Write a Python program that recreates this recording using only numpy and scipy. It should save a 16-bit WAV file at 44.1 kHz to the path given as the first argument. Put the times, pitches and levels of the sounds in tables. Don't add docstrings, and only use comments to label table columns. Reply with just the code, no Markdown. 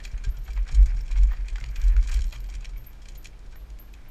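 import sys
import numpy as np
from scipy import signal
from scipy.fft import rfft, irfft, next_fast_len
from scipy.io import wavfile
from scipy.ndimage import uniform_filter1d, map_coordinates

SR = 44100
rng = np.random.default_rng(int(sys.argv[2]) if len(sys.argv) > 2 else 0)


def ratio_of_db(decibels):
    return 10 ** (np.asarray(decibels, float) / 20)


def store_wav(level_fs):
    pcm = np.round(np.clip(np.atleast_2d(level_fs), -1, 1) * 32767)
    wavfile.write(sys.argv[1], SR, pcm.T.astype(np.int16))


N = 180898

# (frequency [Hz], width [Hz], level [dB])
HOUSING = [(1590, 164, -2.5), (2367, 220, 7.5), (3205, 158, 6), (4106, 450, 5), (4803, 220, 4),
           (5486, 256, 7), (6850, 556, 5.5), (8140, 780, 2)]

# (time [s], peak level [dB], pitch [Hz], t60 [s])
TICKS = [(0.5317, -38.5, 2400, 0.021), (0.71, -41, 1218, 0.094), (0.7442, -32.5, 1210, 0.056),
         (0.827, -40, 1220, 0.037), (0.8568, -37, 1536, 0.056), (1.1987, -64, 1190, 0.023),
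         (1.2315, -36.5, 1155, 0.034), (1.271, -44, 2150, 0.026), (1.454, -52, 1210, 0.058),
         (1.6, -39, 2050, 0.031), (1.815, -32, 3060, 0.023), (1.88, -39, 1630, 0.031),
         (2.072, -33.5, 2350, 0.041), (2.113, -30.5, 1604, 0.057), (2.139, -32.5, 2350, 0.049),
         (2.2075, -31.5, 2370, 0.0091), (2.2176, -32, 2930, 0.023), (2.2404, -34, 2570, 0.027),
         (2.4025, -43, 1300, 0.027), (2.441, -44, 1360, 0.024), (2.4989, -35.5, 2160, 0.023),
         (2.538, -37, 2540, 0.026), (2.55, -36.5, 2220, 0.033), (3.0834, -38, 2570, 0.053),
         (3.1494, -42.5, 2110, 0.068), (3.229, -46, 1300, 0.014), (3.2446, -32.5, 2280, 0.017),
         (3.2702, -35, 1930, 0.011), (3.391, -47, 2200, 0.02), (3.7013, -45.5, 2330, 0.019)]
# (time [s], peak level [dB], pitch [Hz], t60 [s])
SLAPS = [(.0504, -16.5, 2454, 0.022), (0.237, -25, 1590, 0.053), (.502, -32, 2340, 0.06),
         (.6848, -27, 2450, 0.04), (.7241, -27, 2140, 0.015), (1.1108, -26.5, 2410, 0.052),
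         (1.124, -38, 2410, 0.037), (1.1794, -34, 2274, 0.071), (1.4814, -25, 2474, 0.041),
         (1.4994, -30, 2120, 0.026), (1.6874, -41, 2160, 0.011), (1.7579, -20.5, 2496, 0.035),
         (2.091, -24, 2340, 0.018), (2.189, -33, 1590, 0.023), (2.3244, -18.5, 3170, 0.015),
         (2.3494, -31, 2150, 0.041), (2.36, -32, 2430, 0.022), (2.5237, -33, 2360, 0.015),
         (2.645, -23, 2533, 0.026), (2.6537, -20.5, 2380, 0.013), (3.0551, -31, 2387, 0.029),
         (3.2548, -19.5, 2480, 0.022), (3.9362, -31.5, 2560, 0.042)]
# (time [s], peak level [dB], pitch [Hz], t60 [s])
CLACKS = [(.0005, -31.5, 1800, 0.032), (0.024, -41, 1875, 0.094), (1.351, -39, 1790, 0.026),
          (1.556, -22, 2030, 0.023), (1.581, -26, 1490, 0.025), (1.6107, -29, 2100, 0.017),
          (1.6403, -16.5, 2430, 0.0094), (1.9643, -22.5, 1450, 0.017), (2.126, -28, 2310, 0.038),
          (2.083, -32, 2320, 0.049), (2.159, -27, 2360, 0.023), (1.224, -36.5, 2440, 0.02),
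          (1.623, -36.5, 1300, 0.07)]
# (time [s], peak level [dB], pitch [Hz], t60 [s])
THUMPS = [(0.176, -42, 2440, 0.016), (.3386, -42.5, 1433, 0.18), (.4606, -37.5, 2250, 0.05),
          (.4785, -34, 770, 0.074), (.479, -36, 1770, 0.019), (.5745, -30, 1935, .025),
          (.695, -43, 1760, .025), (1.104, -36, 980, 0.037), (1.155, -47, 896, 0.037),
          (1.317, -30, 1000, 0.027), (1.333, -34.5, 934, 0.032), (2.094, -28, 1560, 0.022),
          (2.058, -39, 1020, .03), (2.358, -36, 1770, 0.027), (0.563, -29, 2260, 0.03),
          (0.5745, -39.5, 940, 0.013), (0.667, -33, 1570, 0.023), (.69, -33, 770, 0.031),
          (.9028, -31.5, 2170, 0.026), (1.0769, -43, 2420, 0.069), (1.1545, -28, 2166, 0.059),
          (1.307, -31.5, 1815, 0.062), (1.33, -29.5, 1910, 0.033), (1.3705, -31, 1910, 0.013),
          (1.7954, -34, 1306, 0.02), (1.936, -34, 1770, 0.024), (2.4608, -47, 2210, 0.036),
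          (2.622, -37, 2520, 0.066), (2.7334, -40, 2230, 0.029), (2.759, -36.5, 2260, 0.061),
          (3.33, -40.5, 2270, 0.039), (3.525, -41.5, 1530, 0.094), (3.889, -44.5, 1770, 0.024),
          (3.556, -31.5, 1830, 0.016), (.206, -44, 2170, .04), (.77, -43, 1490, 0.026),
          (.94, -44, 2210, 0.031), (1.409, -50, 2000, 0.024), (1.715, -40, 2060, 0.045),
          (2.346, -39, 1120, 0.039), (2.45, -41, 2480, 0.03), (2.487, -39.5, 790, 0.028),
          (2.953, -40.5, 1600, 0.019),
          (.4792, -31, 1500, .02), (.5745, -28, 930, .022), (.691, -32, 1900, .025),
            (2.3255, -22, 2480, .025), (2.334, -31, 2000, .04)]
# (time [s], peak level [dB], pitch [Hz], t60 [s])
SCUFFS = [(0.2894, -39.5, 1410, 0.028), (0.676, -40, 2300, 0.021), (0.99, -37, 2480, 0.017),
          (1.0622, -42, 2460, 0.029), (1.527, -43, 1280, 0.027), (1.659, -35, 2300, 0.034),
          (1.837, -33.5, 1590, 0.029), (1.864, -43, 1310, 0.056), (2.027, -29.5, 2230, 0.014),
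          (2.035, -38, 2340, 0.093), (2.1687, -30, 2220, 0.044), (2.2667, -39.5, 2400, 0.023),
          (2.307, -40.5, 1780, 0.026), (2.605, -40.5, 1220, 0.05), (2.689, -43, 1300, 0.065),
          (2.84, -44.5, 2500, 0.058), (2.9295, -42, 2990, 0.024), (3.018, -49, 1996, 0.12),
          (3.46, -46, 1640, 0.048), (3.507, -49.5, 1220, 0.1), (3.787, -38.5, 2220, 0.021)]
# (time [s], peak level [dB], pitch [Hz], t60 [s])
PINGS = [(0.0369, -30, 4670, 0.044), (0.0758, -35, 4620, 0.032), (0.1136, -39.5, 5620, 0.045),
         (0.177, -37, 6460, 0.03), (0.2481, -30.5, 4660, 0.024), (0.3682, -37.5, 5600, 0.035),
         (0.4499, -42, 6690, 0.044), (0.476, -44, 5430, 0.022), (0.5544, -43, 5240, 0.025),
         (0.6784, -39, 5250, 0.022), (0.7734, -42, 5580, 0.029), (0.8644, -41, 6300, 0.017),
         (0.89, -40, 5050, 0.044), (0.9094, -48, 5500, 0.035), (0.967, -37, 5570, 0.035),
         (1.0056, -35.5, 5440, 0.035), (1.056, -43, 6490, 0.032), (1.0784, -34.5, 5420, 0.027),
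         (1.0905, -44, 4450, 0.018), (1.1274, -53, 4830, 0.022), (1.1644, -45, 4810, 0.05),
         (1.173, -33, 5720, 0.037), (1.1894, -52, 5540, 0.027), (1.214, -37, 4620, 0.023),
         (1.2485, -54, 4500, 0.035), (1.3643, -44.5, 4690, 0.045), (1.4075, -47, 4590, 0.035),
         (1.5675, -37.5, 4800, 0.017), (1.6856, -40, 4760, 0.035), (1.7095, -43, 5800, 0.024),
         (1.7443, -48, 6660, 0.03), (1.7953, -41, 4620, 0.042), (1.842, -36, 5580, 0.038),
         (1.8624, -45, 5900, 0.029), (1.8731, -41, 4730, 0.044), (1.899, -40, 5500, 0.024),
         (2.01, -42, 4840, 0.049), (2.027, -43, 5700, 0.042), (2.191, -34, 5530, .02),
         (2.3414, -37, 6460, 0.027), (2.3814, -44, 5050, 0.031), (2.459, -41, 4380, 0.032),
         (2.489, -42, 4630, 0.027), (2.7784, -43.5, 5820, 0.031), (3.017, -42, 5180, 0.035),
         (3.119, -42, 6750, 0.032), (3.5233, -46, 5510, 0.035)]
# (time [s], peak level [dB])
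SPARKS = [(0.0503, -55), (0.2458, -61), (0.5033, -53), (0.7487, -53), (0.8629, -44), (1.1139, -46),
          (1.2356, -62), (1.6392, -60), (1.7599, -56), (1.8437, -57), (1.8786, -50), (1.9654, -51),
          (2.0348, -53), (2.0717, -54), (2.096, -38), (2.1428, -33), (2.2179, -58), (2.3241, -45),
          (2.5521, -58), (2.6449, -63), (3.245, -39), (3.2554, -55), (3.271, -46), (3.7878, -60)]
# (dull [dB], middle [dB], bright [dB], top [dB], own note [dB])
CONTACT_MIX = [
    (-42, -1.5, -4, -29, -15.5),
    (-30, -7, -16.5, -36, -15),
    (-18.5, -7.5, -22, -45, -10),
    (-13, -10, -33, -50, -9.5),
    (-18, -4.5, -9.5, -35, -13.5),
    (-22, -6.5, -13, -34, -9),
    (-60, -25, -12, 16, -29),
]
RISES = [.05, .04, .035, .03, .03]

# (time [s], level [dB])
SPEED = [(0, 5), (.45, -5.5), (.7, 4.5), (1.2, 0.5), (1.55, -0.5), (2, -5), (2.55, -2.5), (3.2, -8.5),
         (3.6, -11), (4.1, -6.5)]
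# (time [s], rattle level [dB], half width [s], crunch over rattle [dB])
SHAKES = [(.07, -59, 0.08, -21), (.48, -58, 0.061, -15), (0.979, -60, 0.41, -21), (1.72, -59.5, 0.039, -9),
          (1.871, -57.5, 0.096, 3.5), (2.0, -54.5, 0.058, -8), (2.13, -50, 0.067, -2),
          (2.33, -51, 0.055, -34), (2.52, -55, 0.028, -3)]

# (time [s], peak level [dB], pitch [Hz], t60 [s])
SQUEAKS = [(0.0483, -61, 13200, 0.2), (0.2988, -56.5, 12950, 0.35), (0.377, -57.5, 13300, 0.23),
           (0.437, -54.5, 13040, 0.18), (0.5242, -62, 13200, 0.2), (0.5786, -64, 13100, 0.18),
           (1.57, -74, 13100, 0.4), (1.6965, -64, 13000, 0.29), (1.758, -57.5, 13000, 0.55),
           (1.8357, -62, 12950, 0.22), (1.912, -64, 12900, 0.25), (2.135, -65, 12950, 0.3),
           (2.252, -58, 13000, 0.38), (2.3216, -58, 12600, 0.22), (2.397, -55, 12960, 0.2),
           (2.4643, -64, 12700, 0.28), (2.765, -54.5, 12950, 0.45), (2.862, -43.5, 12870, 0.15),
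           (3.095, -70, 12750, 0.27), (3.172, -46, 13140, 0.17), (3.5554, -54, 12600, 0.32),
           (3.79, -48, 12870, 0.24), (3.925, -62, 12500, 0.14), (4.079, -53, 12600, 0.14)]
# (time [s], peak level [dB], pitch [Hz], t60 [s])
THIN_SQUEAKS = [(1.008, -54, 14900, 0.088), (1.316, -49, 14950, 0.077)]

# (time [s], boom level [dB], half width [s], flutter over boom [dB], ring [Hz])
GUSTS = [(.036, -32.5, 0.059, -15.5, 35.7), (0.088, -33, 0.02, -23, 35.6),
         (0.153, -17.5, 0.01, -15.5, 34.7), (0.237, -27.5, 0.042, -16, 36), (.292, -9.5, 0.0096, -16.5, 38),
         (0.337, -14.5, 0.0066, -24, 29), (0.408, -29, 0.066, -27, 38), (0.505, -19, 0.0074, -23, 35.6),
         (0.565, -22.5, 0.017, -37, 39), (0.61, -18.5, 0.034, -31, 41.4), (0.718, -21, 0.023, -26, 38),
         (0.753, -14.5, 0.032, -16.5, 46.8), (0.814, -6.5, 0.033, -25, 47), (.887, -21, 0.019, -16, 38.3),
         (0.966, -17.5, 0.05, -21, 39.2), (1.069, -27, 0.12, -24, 33.4), (1.15, -22, 0.039, -27, 45.4),
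         (1.222, -9, 0.056, -25.5, 45.6), (1.308, -20.5, 0.031, -23.5, 41.2),
         (1.419, -23, 0.053, -22.5, 40.6), (1.548, -19.5, 0.026, -23, 36),
         (1.644, -24.5, 0.022, -12.5, 39.4), (1.699, -25, 0.056, -14.5, 47.5),
         (1.796, -20, 0.018, -18, 28.6), (1.862, -13, 0.033, -25, 43.4), (1.911, -14, 0.03, -43, 44),
         (1.944, -19, 0.011, -16, 30), (1.988, -11, 0.0277, -22.5, 44.4), (2.04, -24.5, 0.052, -16, 47),
         (2.112, -17, 0.028, -24.5, 30), (2.174, -14, 0.022, -29, 44.7), (2.208, -18, 0.017, -13.5, 46.5),
         (2.265, -19, 0.03, -18, 34.2), (2.431, -29, 0.095, -22, 42), (2.591, -24.5, 0.043, -19, 40.8),
         (2.731, -28.5, 0.074, -22, 39.3), (3.128, -32, 0.051, -31, 38.4), (3.467, -33, 0.028, -13, 40),
         (3.6, -38.5, 0.07, -23, 41.8), (3.761, -38.5, 0.088, -33, 44.4)]
# (frequency [Hz], level [dB per Hz])
BOOM = [(6, -21), (14, -7.5), (25, -2.5), (34, -11), (46, -4.5), (56, -8.5), (62, -26), (70, -120)]
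# (frequency [Hz], level [dB])
FLUTTER = [(62, -120), (70, 8), (95, -0.5), (118, 0.5), (128, 1), (140, -120)]
# (frequency [Hz], level [dB])
THUD = [(125, -120), (140, 2), (200, -1), (300, -9.5), (450, -120)]
# (frequency [Hz], level [dB])
RUSH = [(200, -120), (290, -10), (945, -17.5), (1400, -20.5), (2290, -25), (2790, -24), (5550, -29.5),
        (7000, -33.5), (12500, -41.5), (13500, -39), (15400, -56.5)]
# (time [s], peak level [dB], half width [s])
HUMS = [(.04, -80, 0.026), (.39, -41.5, 0.016), (.56, -45.5, 0.021), (.97, -46, 0.081), (1.36, -58, 0.026),
        (1.941, -51, 0.029), (2.23, -45.5, 0.044), (2.37, -49.5, 0.027), (2.8, -48.5, 0.063),
        (3.16, -55, 0.028), (3.33, -52, 0.058), (3.9, -54, 0.019), (4.06, -54, 0.018)]
# (time [s], peak level [dB], half width [s])
CASING = [(.265, -57, 0.017), (.51, -61, 0.015), (.79, -58.5, 0.022), (.9, -63, 0.017), (1.88, -57, 0.0117),
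          (1.955, -61, 0.024), (2.19, -61, .015)]

CRUNCH_DB, RATTLE_DB = -61.5, -62
CALM_BOOM_DB, CALM_FLUTTER_DB = -42, -57.5
CALM_THUD_DB, CALM_RUSH_DB = -62, -64.5
THUD_FOLLOWS, RUSH_FOLLOWS = 0.35, 0.16
FLUTTER_LEAD_S = 0.016
MOUNT_DB, RAGGED_DB = -0.5, -14
HUM_HZ, CASING_HZ = 116.5, 402.8
LEAD_IN_S, LEAD_IN_DB = 0.0025, -15.5
LUMPY_DB = 1.2
SPARK_HZ, SPARK_T60_S = 7000, 0.018
TOP_HZ = 15600


def unit(x):
    return x / np.sqrt(np.mean(x ** 2) + 1e-20)


def along(points, hz):
    f, v = np.transpose(points)
    return np.interp(np.log(hz + 1), np.log(f + 1), v)


def curves(rows):
    s, *cols = np.transpose(rows)
    return [ratio_of_db(np.interp(np.arange(N) / SR, s, c)) for c in cols]


def swells(times, dbs, widths):
    t = np.arange(0, N + 64, 64) / SR
    power = ratio_of_db(2 * dbs) @ np.exp(-((t - times[:, None]) / widths[:, None]) ** 2)
    return np.sqrt(np.interp(np.arange(N) / SR, t, power))


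def wobble(rate):
    knots = rng.standard_normal(int(N * rate / SR) + 4)
    return map_coordinates(knots, [np.arange(N) * rate / SR])


def filtered(x, response):
    m = next_fast_len(N + SR // 2)
    return irfft(rfft(x, m) * response(np.fft.rfftfreq(m, 1 / SR)), m)[..., :N]


def coloured(spectrum):
    return unit(filtered(rng.standard_normal(N), lambda hz: ratio_of_db(along(spectrum, hz))))


def steadied(x, size):
    envelope = np.abs(signal.hilbert(x, next_fast_len(N))[:N])
    return unit(x / (uniform_filter1d(envelope, size=size) + .2) ** .85)


def band(f, low_hz, high_hz):
    return (1j * f / (low_hz + 1j * f) * high_hz / (high_hz + 1j * f)) ** 2


def housing(f, broad_db):
    response = ratio_of_db(broad_db)
    for k, (centre, width, db) in enumerate(HOUSING):
        mode = 1j * f * width / (centre * centre - f * f + 1j * f * width)
        response = response + (-1) ** k * ratio_of_db(db) * mode
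    return response


def contact_colours(f):
    shell = housing(f, broad_db=-12.0)
    dull = 4 * band(f, low_hz=658, high_hz=1300) ** 2
    middle = 3 * shell * band(f, low_hz=1300, high_hz=3870) ** 2
    bright = 3 * shell * band(f, low_hz=4430, high_hz=8080) ** 2
    top = band(f, low_hz=8500, high_hz=10200) / (1 + (f / 13800) ** 8)
    own_note = 0.6 * band(f, low_hz=504, high_hz=6750)
    return np.array([dull, middle, bright, top, own_note])


def knocks():
    early = SR // 50
    t = np.arange(SR // 8) / SR - early / SR
    lead_in = ratio_of_db(LEAD_IN_DB) * np.exp(t / LEAD_IN_S) * (t < 0)
    t = np.maximum(t, 0)
    parts = np.zeros((5, N + len(t)))
    lasting = np.array([[1.6], [1.05], [.9], [.6], [1.3]])
    sparks = [(s, db, SPARK_HZ, SPARK_T60_S) for s, db in SPARKS]
    kinds = [TICKS, SLAPS, CLACKS, THUMPS, SCUFFS, PINGS, sparks]
    trim_db = np.array([8.0, 0, 8.5, -4, 0])
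    for rows, mix_db in zip(kinds, CONTACT_MIX):
        gains = ratio_of_db(np.array(mix_db) + trim_db)[:, None]
        for s, db, hz, t60 in rows:
            t60 = np.clip(t60, .008, .15)
            rise = 1 - np.exp(-(t / (np.c_[RISES] * t60)) ** 2)
            fade = ratio_of_db(db - 60 * t / (lasting * t60)) * rise
            lead_in_end = lead_in.max() * np.exp(-t / (0.013 * t60)) * (t > 0)
            fade += ratio_of_db(db) * (lead_in + lead_in_end)
            fade[-1] *= np.sin(2 * np.pi * hz * t)
            parts[:, round(s * SR):][:, :len(t)] += gains * fade
    drive = rng.standard_normal((5, N))
    for k, (low, high) in enumerate([(400, 2400), (900, 8000), (2800, 16000)]):
        hiss = filtered(drive[k], lambda f: (f > low) & (f < high))
        drive[k] = hiss.std() * steadied(hiss, size=110)
    slow = uniform_filter1d(uniform_filter1d(drive[-1], size=25), size=25)
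    drive[-1] = 1.46 + unit(slow)
    parts = parts[:, early:N + early] * ratio_of_db(LUMPY_DB * wobble(260)) * drive
    return filtered(parts, contact_colours).sum(axis=0)


def grit(rate, spread_db, life_s, biggest):
    strength = np.minimum(rng.exponential(size=N), biggest)
    sizes = (rng.random(N) < rate / SR) * ratio_of_db(spread_db * strength)
    fade = np.exp(-np.arange(1500) / SR / life_s)
    return unit(signal.fftconvolve(sizes, fade)[:N] * rng.standard_normal(N))


def tyres():
    speed, = curves(SPEED)
    s, db, width, crunch_db = np.transpose(SHAKES)
    crunch = np.hypot(ratio_of_db(CRUNCH_DB) * speed, swells(s, db + crunch_db, width))
    rattle = np.hypot(ratio_of_db(RATTLE_DB) * speed, swells(s, db, width))

    def crunch_colour(f):
        return housing(f, broad_db=-5.0) * band(f, low_hz=980, high_hz=3620) / (1 + (f / 2750) ** 10)

    def rattle_colour(f):
        return housing(f, broad_db=-23.0) * band(f, low_hz=2820, high_hz=8300)

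    low = filtered(grit(600, spread_db=17.5, life_s=0.0077, biggest=1.46), crunch_colour)
    high = filtered(grit(500, spread_db=30.0, life_s=0.0019, biggest=0.76), rattle_colour)
    return ratio_of_db(1.0) * crunch * unit(low) + ratio_of_db(-10.0) * rattle * unit(high)


def brake():
    out, t = np.zeros(N + SR), np.arange(SR // 4) / SR
    for s, db, hz, t60 in SQUEAKS + THIN_SQUEAKS:
        dip = 190 * np.exp(-t / .007)
        creep = 240 * (1 - np.exp(-(t / .08) ** 2))
        pitch = hz - 60 + dip + creep
        fray = signal.fftconvolve(rng.standard_normal((2, len(t))), np.hanning(260)[None], "same")
        fray = (fray[0] + 1j * fray[1]) / fray.std()
        clean = np.exp(-(t / .024) ** 2)
        note = (clean + (.45 - 0.15 * clean) * fray) * np.exp(2j * np.pi * np.cumsum(pitch) / SR)
        fade = ratio_of_db(db + 3.5 - 60 * t / t60) * (1 - np.exp(-(t / 0.0058) ** 2))
        out[round(s * SR):][:len(t)] += fade * note.real
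    return out[:N]


def wavering_tone(rows, hz, drift_hz, rate):
    phase = 2 * np.pi * np.cumsum(hz + drift_hz * wobble(rate)) / SR
    return swells(*np.transpose(rows)) * np.sin(phase)


def wind():
    s, db, width, flutter_db, ring_hz = np.transpose(GUSTS)
    ragged = np.hypot(ratio_of_db(CALM_BOOM_DB), swells(s, db + RAGGED_DB, 1.3 * width))
    boom = ragged * steadied(coloured(BOOM), size=600)
    for at, peak_db, half, hz in zip(s, db, width, ring_hz):
        near = slice(max(round((at - .2) * SR), 0), round((at + .2) * SR))
        late = np.arange(N)[near] / SR - at
        bell = np.exp(-(late / (0.95 * half)) ** 2)
        boom[near] += ratio_of_db(peak_db + MOUNT_DB) * bell * np.sin(2 * np.pi * hz * late)
    boom = filtered(boom, lambda hz: 1 / (1 + (hz / 61) ** 24))
    lift_db = db + flutter_db - CALM_FLUTTER_DB - 4.0
    lift = np.hypot(1, swells(s - FLUTTER_LEAD_S, lift_db, 0.5 * width))
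    flutter = ratio_of_db(CALM_FLUTTER_DB) * lift * steadied(coloured(FLUTTER), size=900)
    thud = ratio_of_db(CALM_THUD_DB) * lift ** THUD_FOLLOWS * steadied(coloured(THUD), size=900)
    strap = wavering_tone(HUMS, HUM_HZ, drift_hz=3, rate=9.4)
    casing = wavering_tone(CASING, CASING_HZ, drift_hz=8, rate=30)
    rush = ratio_of_db(CALM_RUSH_DB) * lift ** RUSH_FOLLOWS * ratio_of_db(4.0 + 0.66 * wobble(3.52)) * coloured(RUSH)
    return boom + flutter + thud + strap + casing + rush


def trees(x, gap_s, t60):
    t = np.arange(SR // 2) / SR
    tail = rng.standard_normal(len(t)) * ratio_of_db(-60 * t / t60) * (t > gap_s)
    return signal.fftconvolve(x, tail / np.linalg.norm(tail))[:N]


def scene():
    clatter = knocks()
    echoes = ratio_of_db(-11.0) * trees(clatter, gap_s=0.0089, t60=0.077)
    return (clatter + tyres() + brake() + wind() + echoes)[None]


def thinned_treble(x, size=10):
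    hz, _, z = signal.stft(x, SR, nperseg=2048)
    rows = np.arange(len(hz)) // size
    power = np.add.reduceat(np.abs(z[0]) ** 2, np.arange(0, len(hz), size))
    level = 10 * np.log10(power + 1e-20)[rows]
    squeak = level[(hz > 12200) & (hz < 14000)].max(axis=0)
    below = level[(hz > 11000) & (hz < 12000)].mean(axis=0)
    band_chance = 4 * rng.standard_normal((rows[-1] + 1, z.shape[-1]))[rows]
    moment_chance = 11 * uniform_filter1d(rng.standard_normal(z.shape[-1]), size=3)
    chance = 2 + band_chance + moment_chance
    need = np.maximum(below - 10 + 12 * (hz[:, None] > 15100) + chance, squeak - 23)
    dropped = (hz[:, None] > 12900) & (level < need)
    return signal.istft(z * np.where(dropped, ratio_of_db(-26), 1), SR, nperseg=2048)[1][:, :N]


def band_limit(x):
    return signal.sosfilt(signal.butter(12, 15600, fs=SR, output="sos"), x)


def record(dry):
    mix = thinned_treble(filtered(dry, lambda hz: hz < TOP_HZ))
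    return band_limit(mix)


dry = scene()
out = record(dry)
store_wav(out)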